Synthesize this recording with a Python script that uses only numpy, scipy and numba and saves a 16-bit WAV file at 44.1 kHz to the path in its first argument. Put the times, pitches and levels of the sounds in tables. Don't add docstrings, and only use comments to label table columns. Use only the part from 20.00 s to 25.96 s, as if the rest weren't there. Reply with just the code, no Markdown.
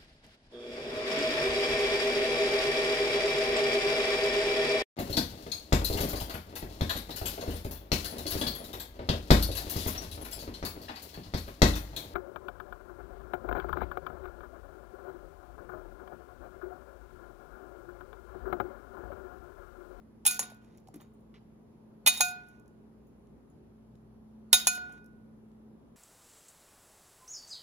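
import sys
import numpy as np
from scipy import signal
from scipy.fft import rfft, irfft, next_fast_len
from scipy.io import wavfile
from scipy.ndimage import uniform_filter1d
from numba import njit

SR = 44100
rng = np.random.default_rng(int(sys.argv[2]) if len(sys.argv) > 2 else 0)


def dump(signal):
    limited = np.clip(np.atleast_2d(signal).T, -1, 1)
    pcm = np.round(limited * 32767).astype(np.int16)
    wavfile.write(sys.argv[1], SR, pcm)


N = 262836

ZONES_HZ = [720, 1460, 2476, 3700, 5100, 6700, 8600, 10500, 12600, 15000]
# start in seconds, relative level in dB, spot from wall 0 to floor 1,
# angle around the bowl in degrees, dB by which the bowl rings along, brightness in dB per octave.
CLINKS = [(.2525, -18, 0.33, 12, -1.5, 0), (.2635, -4.5, .2, 52, -9.5, 2.5),
          (.2757, -11.5, .3, 52, -3, 1.5), (.3098, -20, 0.81, 55, -10.5, 1.5),
          (.3925, -16, 1, 14, -4.5, -0.7), (.4282, -30.5, .2, 34, -2, 0.1),
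          (.4995, -48, 0.51, 85, -1.5, .3), (2.0625, -8, 0.055, 32, 4.5, -1.5),
          (2.0733, -2, .05, 38, -1, -0.24), (2.0787, -10.5, .05, 29, 0.45, -1),
          (2.174, -30, .9, 35, 1.5, 1.5), (2.2071, -6.5, 0.67, 15, 5, -0.48),
          (2.284, -34, .5, 20, -4.5, 0.5), (4.5295, 1, 0.058, 67.7, 3, 0), (4.540, -7, 0.11, 67, 7.5, 1.05),
          (4.6703, -5, 0.73, 54, -0.85, -0.07), (4.7501, -35, .5, 55, 4, 2.2)]
# start in seconds, rough peak in dB, centre in Hz,
# t60 in seconds, dB by which the spoon rings along.
TICKS = [(0.5164, -56.5, 4000, 0.014, -9.5), (.546, -48.5, 11000, 0.0088, -26),
         (0.569, -58.5, 10070, .008, -25.5), (.6264, -64, 13000, 0.012, -30),
         (0.6466, -54, 5000, 0.0099, -30), (.6614, -66, 7000, .01, -30), (.7744, -50.5, 13050, 0.011, -29),
         (.781, -56.5, 5060, 0.028, -33), (0.8015, -53, 12000, 0.0073, -36),
         (0.8727, -55.5, 4100, 0.03, -18), (0.8844, -49, 9000, 0.013, -38), (0.9417, -47, 9150, 0.041, -37),
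         (0.958, -46.5, 13100, 0.04, -34), (1.0038, -54, 2220, 0.037, -33), (1.01, -62, 9000, .02, 0.5),
         (1.136, -78, 11000, .01, 3), (1.205, -75.5, 12280, .01, -4), (1.341, -55, 1850, 0.27, -28),
         (2.466, -64, 3800, .02, -30), (2.473, -56, 12960, .008, -35), (2.485, -55, 8170, 0.022, -13.5),
         (2.562, -68, 7010, 0.014, -31.5), (2.597, -57.5, 9100, 0.023, -32), (2.6594, -64, 6000, 0.01, -30),
         (2.679, -55, 9000, 0.014, -34), (3.0694, -69.5, 7000, 0.01, -8),
         (3.2704, -62.5, 3600, 0.016, -30.5), (3.499, -72.5, 10290, 0.013, -4),
         (3.9546, -62.5, 5020, 0.015, -29.5), (4.8964, -57, 10900, 0.011, -30),
         (4.923, -54.5, 7730, 0.023, -9), (5.044, -56, 9000, .012, -30.5),
         (5.0602, -53.5, 10800, 0.027, -31), (5.5162, -66, 5000, 0.015, -25)]


def amp(db):
    return 10 ** (np.asarray(db) / 20)


def evened(x):
    return x / np.sqrt(np.mean(x ** 2) + 1e-20)


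def read(points, hz):
    f, value = np.transpose(points)
    return np.interp(np.log(hz + 1), np.log(f + 1), value)


def add(mix, s, sound):
    part = mix[round(s * SR):][:len(sound)]
    part += sound[:len(part)]


def air(level_db=-59, patch_db=0.84):
    # frequency in Hz, relative level in dB per Hz.
    air_colour = [(20, -38), (36, -28.5), (52, -11), (165, -10.5), (224, -7.5), (289, -11), (404, -13),
                  (583, -21), (994, -26), (1900, -39), (4000, -46.5), (6900, -50), (10500, -49),
                  (15500, -54)]
    # frequency in Hz, left-right likeness from -1 to 1.
    likeness = [(60, 0.61), (180, 0.79), (550, 0.22), (1650, 0.03), (4970, -0.33), (15000, -0.66)]
    frames, hz = N // 512 + 5, np.fft.rfftfreq(2048, 1 / SR)
    a, b, c, d, patches = rng.standard_normal((frames, 1025, 5)).T
    patches = uniform_filter1d(patches, 30, 0)
    patches = evened(uniform_filter1d(patches, 10, 1))
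    same = np.clip(read(likeness, hz), -1, 1)[:, None]
    left = a + 1j * b
    right = same * left + np.sqrt(1 - same ** 2) * (c + 1j * d)
    gain = amp(read(air_colour, hz)[:, None] + patch_db * patches)
    noise = signal.istft(np.array([left, right]) * gain, nperseg=2048, noverlap=1536)[1][:, :N]
    return amp(level_db) * evened(noise)


def hum(steady=2.1):
    # frequency in Hz, rms level in dB, width of the wavering part in Hz.
    motor_tones = [(57.5, -68.5, 1.5), (119.4, -68, 2.2), (159.3, -70.5, 6.3), (173, -78, 4.1),
                   (218.9, -59, 2.7), (241.2, -71, 4), (380, -78.5, 4.2), (412, -75, 5.8)]
    t, out = np.arange(N) / SR, np.zeros(N)
    for hz, db, width_hz in motor_tones:
        pole = np.exp(-np.pi * width_hz / SR)
        noise = rng.standard_normal(N) + 1j * rng.standard_normal(N)
        wobble = signal.lfilter([1], [1, -2 * pole, pole * pole], noise)
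        envelope = steady + wobble / np.std(wobble)
        out += amp(db) * evened((envelope * np.exp(2j * np.pi * hz * t)).real)
    return out


def kitchen(x):
    # frequency in Hz, t60 in seconds.
    decay_s = [(300, 0.31), (1500, 0.87), (4000, 0.33), (9000, 0.15), (16000, 0.22)]
    # frequency in Hz, relative level of the echo in dB.
    echo_db = [(300, -9.5), (1500, -21.5), (2500, -17), (5000, -3.5), (10000, -11), (16000, -7)]
    taps = np.zeros((2, SR // 2))
    grid = np.arange(160, SR // 2 - 20, 20)
    at = grid + rng.integers(0, 20, (2, len(grid)))
    np.put_along_axis(taps, at, rng.choice([-1., 1.], at.shape), 1)
    hz, t, z = signal.stft(taps, SR, nperseg=256)
    gain_db = read(echo_db, hz)[:, None] - 60 * t / read(decay_s, hz)[:, None]
    tail = signal.istft(z * amp(gain_db), SR, nperseg=256)[1]
    return signal.fftconvolve(x[None], tail / 8, axes=1)[:, :N]


def thuds():
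    # start in seconds, level in dB, pitch in Hz, t60 in seconds.
    knocks = [(.254, -36.5, 836, 0.089), (.392, -29, 951, 0.021), (.52, -38, 660, 0.013),
              (.874, -51, 779, 0.035), (0.887, -40, 764, 0.021), (0.943, -34.5, 294, 0.035),
              (0.96, -33, 293, 0.032), (2.065, -41.5, 249.2, 0.071), (2.205, -21, 802, 0.019),
              (4.535, -34.5, 60.2, 0.074), (4.671, -21.5, 738, 0.022), (4.895, -46.5, 750, 0.028)]
    out, t = np.zeros(N), np.arange(SR // 4) / SR
    for s, db, hz, t60 in knocks:
        swell = 1 - np.exp(-t * hz * 2)
        add(out, s, amp(db - 60 * t / t60) * np.sin(2 * np.pi * hz * t) * swell)
    return out


def rubbing(edge_s=0.0077, grains_per_s=5000):
    # start in seconds, length in seconds,
    # relative level in dB, fade in dB per second, dullness in dB per octave.
    slides = [(0.295, 0.087, -31, 125, -2.5), (0.409, 0.22, -42, 181, 6), (0.61, 0.18, -69.5, 3, 6.5),
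              (0.936, 0.082, -55.5, 300, 7.5), (0.996, .085, -56.5, 300, 9.5),
              (2.097, 0.13, -34.5, 33, -0.2), (2.224, 0.1, -33, 203, -4.5), (2.327, 0.27, -64, 31, 6),
              (4.55, 0.14, -26.5, 168, -1), (4.71, 0.076, -40, 25, -2.5), (4.775, 0.22, -59.5, 27, 7)]
    t, level, dull = np.arange(N) / SR, np.zeros(N), np.zeros(N)
    for s, length, db, fade_db, slope in slides:
        inside = np.clip(np.minimum(t - s, s + length - t) / edge_s, 0, 1)
        level += inside * amp(db - fade_db * (t - s).clip(0, length))
        dull[inside > 0] = slope
    grain_size = amp(3.0 * np.minimum(rng.exponential(1, N), 5))
    hits = rng.random(N) < grains_per_s / SR
    grit = rng.standard_normal(N) * grain_size * hits
    return evened(grit) * level, dull


def hiss(grit, dull):
    hz, _, z = signal.stft(grit, SR, nperseg=256)
    slope = np.interp(np.arange(z.shape[1]) * 128, np.arange(N), dull) + 0.49
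    z = z * amp(-np.outer(np.log2((hz + 200) / 5000), slope))
    z = z * np.minimum(hz / 1500, 1)[:, None]
    return amp(-6.5) * signal.istft(z, SR, nperseg=256)[1][:N]


def colour_of(spot, bright_db):
    wall_db = [-28.5, -26, -23, -17, -20.5, -25.5, -17.5, -20, -21.5, -20]
    floor_db = [-23, -21.5, -26.5, -19.5, -18.5, -12, -22, -14.5, -25.5, -20.5]
    tilt_db = bright_db * np.log2(np.array(ZONES_HZ) / 5000)
    return (1 - spot) * np.array(wall_db) + spot * np.array(floor_db) + tilt_db


def burst(colour, t60, size=2048):
    spectrum = rfft(rng.standard_normal(size))
    noise = evened(irfft(spectrum * colour(np.fft.rfftfreq(size, 1 / SR))))
    t = np.arange(size) / SR
    attack = np.minimum(t / 0.00035, 1)
    return noise / 2 * amp(-60 * t / t60) * attack


def cracks(crack_db=-5.5, t60=0.051):
    out = np.zeros(N)
    zone_width_db = 10 * np.log10(np.gradient(ZONES_HZ) / 1000)
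    for s, db, spot, _, _, bright_db in CLINKS:
        per_hz = list(zip(ZONES_HZ, colour_of(spot, bright_db) - zone_width_db))
        snap = burst(lambda hz: amp(read(per_hz, hz)) * np.minimum(hz / 600, 1) ** 2, t60)
        add(out, s, amp(db + crack_db) * snap)
    for s, db, centre_hz, tick_t60, _ in TICKS:
        tick = burst(lambda hz: amp(-6 * np.log2((hz + 1) / centre_hz) ** 2), max(tick_t60, .003))
        add(out, s, amp(db) * tick)
    return out


def damping(press_s=0.015, press_damping=9):
    # moment in seconds from which it holds, then how many
    grip = [(.25, .7, 1.47, 2.4), (.396, 1.2, 6.2, 4), (2.06, 2.8, 3.5, 2.55), (2.12, 2.5, 1.5, 1.4),
            (2.208, 1.09, 1.49, 3.6), (4.52, 2.8, 4.1, 4.9), (4.61, 1.5, 2.5, 1.5), (4.672, 0.96, 2.5, 2.6),
            (4.72, 0.35, 2.4, 1.2), (4.829, 1, 1.4, 1.9)]
    lifts_s = [.3925, 2.2071, 4.6703]
    t, (s, *loads) = np.arange(N) / SR, np.transpose(grip)
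    now = (np.searchsorted(s, t) - 1).clip(0)
    pressed = sum((t > lift - press_s) & (t < lift) for lift in lifts_s)
    return [(column[now] + press_damping * pressed).clip(.2, 40) for column in loads]


@njit
def ring(force, turn, swell, keep):
    out, a, b = np.zeros(len(force)), 0j, 0j
    for n in range(len(force)):
        a = a * turn * swell + (1 - swell) * force[n]
        b = b * turn * keep[n] + a
        out[n] = b.imag
    return out


def modes(grit, dull, blow_db=-0.5, rub_db=-42.5, scatter_db=4.0, touch_db=4.9, node_leak=0.14):
    # frequency in Hz, relative level in dB, free t60 in seconds, swell in seconds.
    bowl = [(723, -7.5, 0.52, .012), (1460.5, 0, 0.59, 0.004), (2476, 7.5, 0.45, 0.0025),
            (2956, -10, 0.34, 0.00093), (3015, -13.5, 0.073, 0.0011), (3570, -3, 0.11, 0.0017),
            (3744, 1.5, 0.45, 0.003), (4430, -9.5, 0.064, 0.00075), (4080, -17.5, 0.32, 0.00066),
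            (4290, -4, 0.32, 0.0017), (5100, -8, 0.16, 0.0014), (5694, -13.5, 0.017, .001),
            (3730, -4, 0.068, 0.0021), (870, -3, 0.12, 0.0009), (2270, -15.5, 0.042, 0.00083)]
    # frequency in Hz, relative level in dB, t60 in seconds.
    spoon = [(6480, -3, .1), (6600, -3, .12), (6780, -2, .13), (7020, -4, .11), (7240, -5, .09),
             (7610, -9, .07), (8000, -4, .08), (8590, -1, .11), (8850, -7, .06), (9100, -6, .06),
             (9300, -6, .07), (9680, -6, .08), (9930, -4, .08), (10240, -3, .08), (10550, -2, .08),
             (10980, -1, .07), (11200, -5, .08), (11420, -4, .08), (12250, -6, .07), (12600, -3, .08),
             (12900, -5, .06), (13600, -4, .05), (14120, -6, .06), (14630, -6, .06), (15050, -3, .06),
             (15350, -5, .05)]
    free_hz = [6780, 8590, 10240, 12600, 15050]
    rim_lobes = {0: 2, 1: 3, 2: 4, 6: 5}
    clinks, ticks, out = np.array(CLINKS), np.array(TICKS), np.zeros(N)
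    clink_at = np.round(clinks[:, 0] * SR).astype(int)
    tick_at = np.round(ticks[:, 0] * SR).astype(int)
    deep, third, high = damping()
    table = bowl + [row + (.0003,) for row in spoon]
    luck = rng.standard_normal((len(clinks), len(table), 2))
    luck[:, list(rim_lobes)] = [0, 1]
    touch = touch_db * rng.standard_normal((len(ticks), len(table)))
    for k, (hz, db, t60, swell) in enumerate(table):
        steel = k >= len(bowl)
        force = grit * amp(rub_db - dull * np.log2(hz / 5000)) * min(hz / 5000, 1) ** 2

        colour = np.array([read(list(zip(ZONES_HZ, colour_of(*row))), hz) for row in clinks[:, [2, 5]]])
        if not steel:
            colour = colour + clinks[:, 4]
        size = amp(blow_db + clinks[:, 1] + colour + scatter_db * luck[:, k, 0]) * np.sign(luck[:, k, 1])
        size *= np.hypot(np.cos(rim_lobes.get(k, 0) * np.radians(clinks[:, 3])), node_leak)
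        force[clink_at] += size

        free = min(abs(np.log(hz / np.array(free_hz)))) < .008
        force[tick_at] += free * amp(ticks[:, 1] + ticks[:, 4] + touch[:, k])

        if steel:
            load = np.ones(N)
        else:
            load = deep if k < 2 else third if k == 2 else high
        loss = np.log(1000) / (t60 * SR) * load
        turn = np.exp(2j * np.pi * hz / SR)
        out += amp(db) * ring(force, turn, np.exp(-1 / (swell * SR)), np.exp(-loss))
    return out


def ports(x, dip_hz=12140, dip_width_hz=98, dip_db=-12.5):
    # frequency in Hz, radians by which the right port leads.
    lead = [(600, 0), (760, -.4), (1460, 2.2), (1700, 2.2), (2100, -.3), (2476, -.2), (3000, .4),
            (3700, 1.5), (4300, 2), (5000, 4.2), (6300, 6.8), (7000, 8.1)]
    # frequency in Hz, left minus right in dB.
    left_over_right = [(500, 1), (720, -1), (1460, -3), (2476, -2.5), (4000, -3), (5700, -4), (7000, 0)]
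    size = next_fast_len(N + 4096)
    hz = np.fft.rfftfreq(size, 1 / SR)
    z = rfft(x, size) * amp(dip_db * np.exp(-((hz - dip_hz) / dip_width_hz) ** 2))
    tilt = amp(read(left_over_right, hz) / 2)
    left = z * tilt
    right = z / tilt * np.exp(1j * read(lead, hz))
    return irfft(np.array([left, right]), size)[:, :N]


def scene():
    grit, dull = rubbing()
    near = modes(grit, dull) + cracks() + thuds() + hiss(grit, dull)
    return air() + hum() + kitchen(near) + ports(near)


def record(dry, lag_s=0.0001795, shared_hz=7500, edge_hz=15650):
    size = next_fast_len(N + 4096)
    hz = np.fft.rfftfreq(size, 1 / SR)
    left, right = rfft(dry, size)
    shared = np.clip((hz - shared_hz) / 600 + .5, 0, 1) * np.pi / 2
    early_left = left * np.exp(2j * np.pi * hz * lag_s)
    right = np.cos(shared) * right + np.sin(shared) * early_left
    pair = np.tanh(irfft(np.array([left, right]), size)[:, :N])
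    low_pass = signal.firwin(111, edge_hz, window=("kaiser", 9), fs=SR)
    return signal.oaconvolve(pair, low_pass[None], "same")


dry = scene()
out = record(dry)
dump(out)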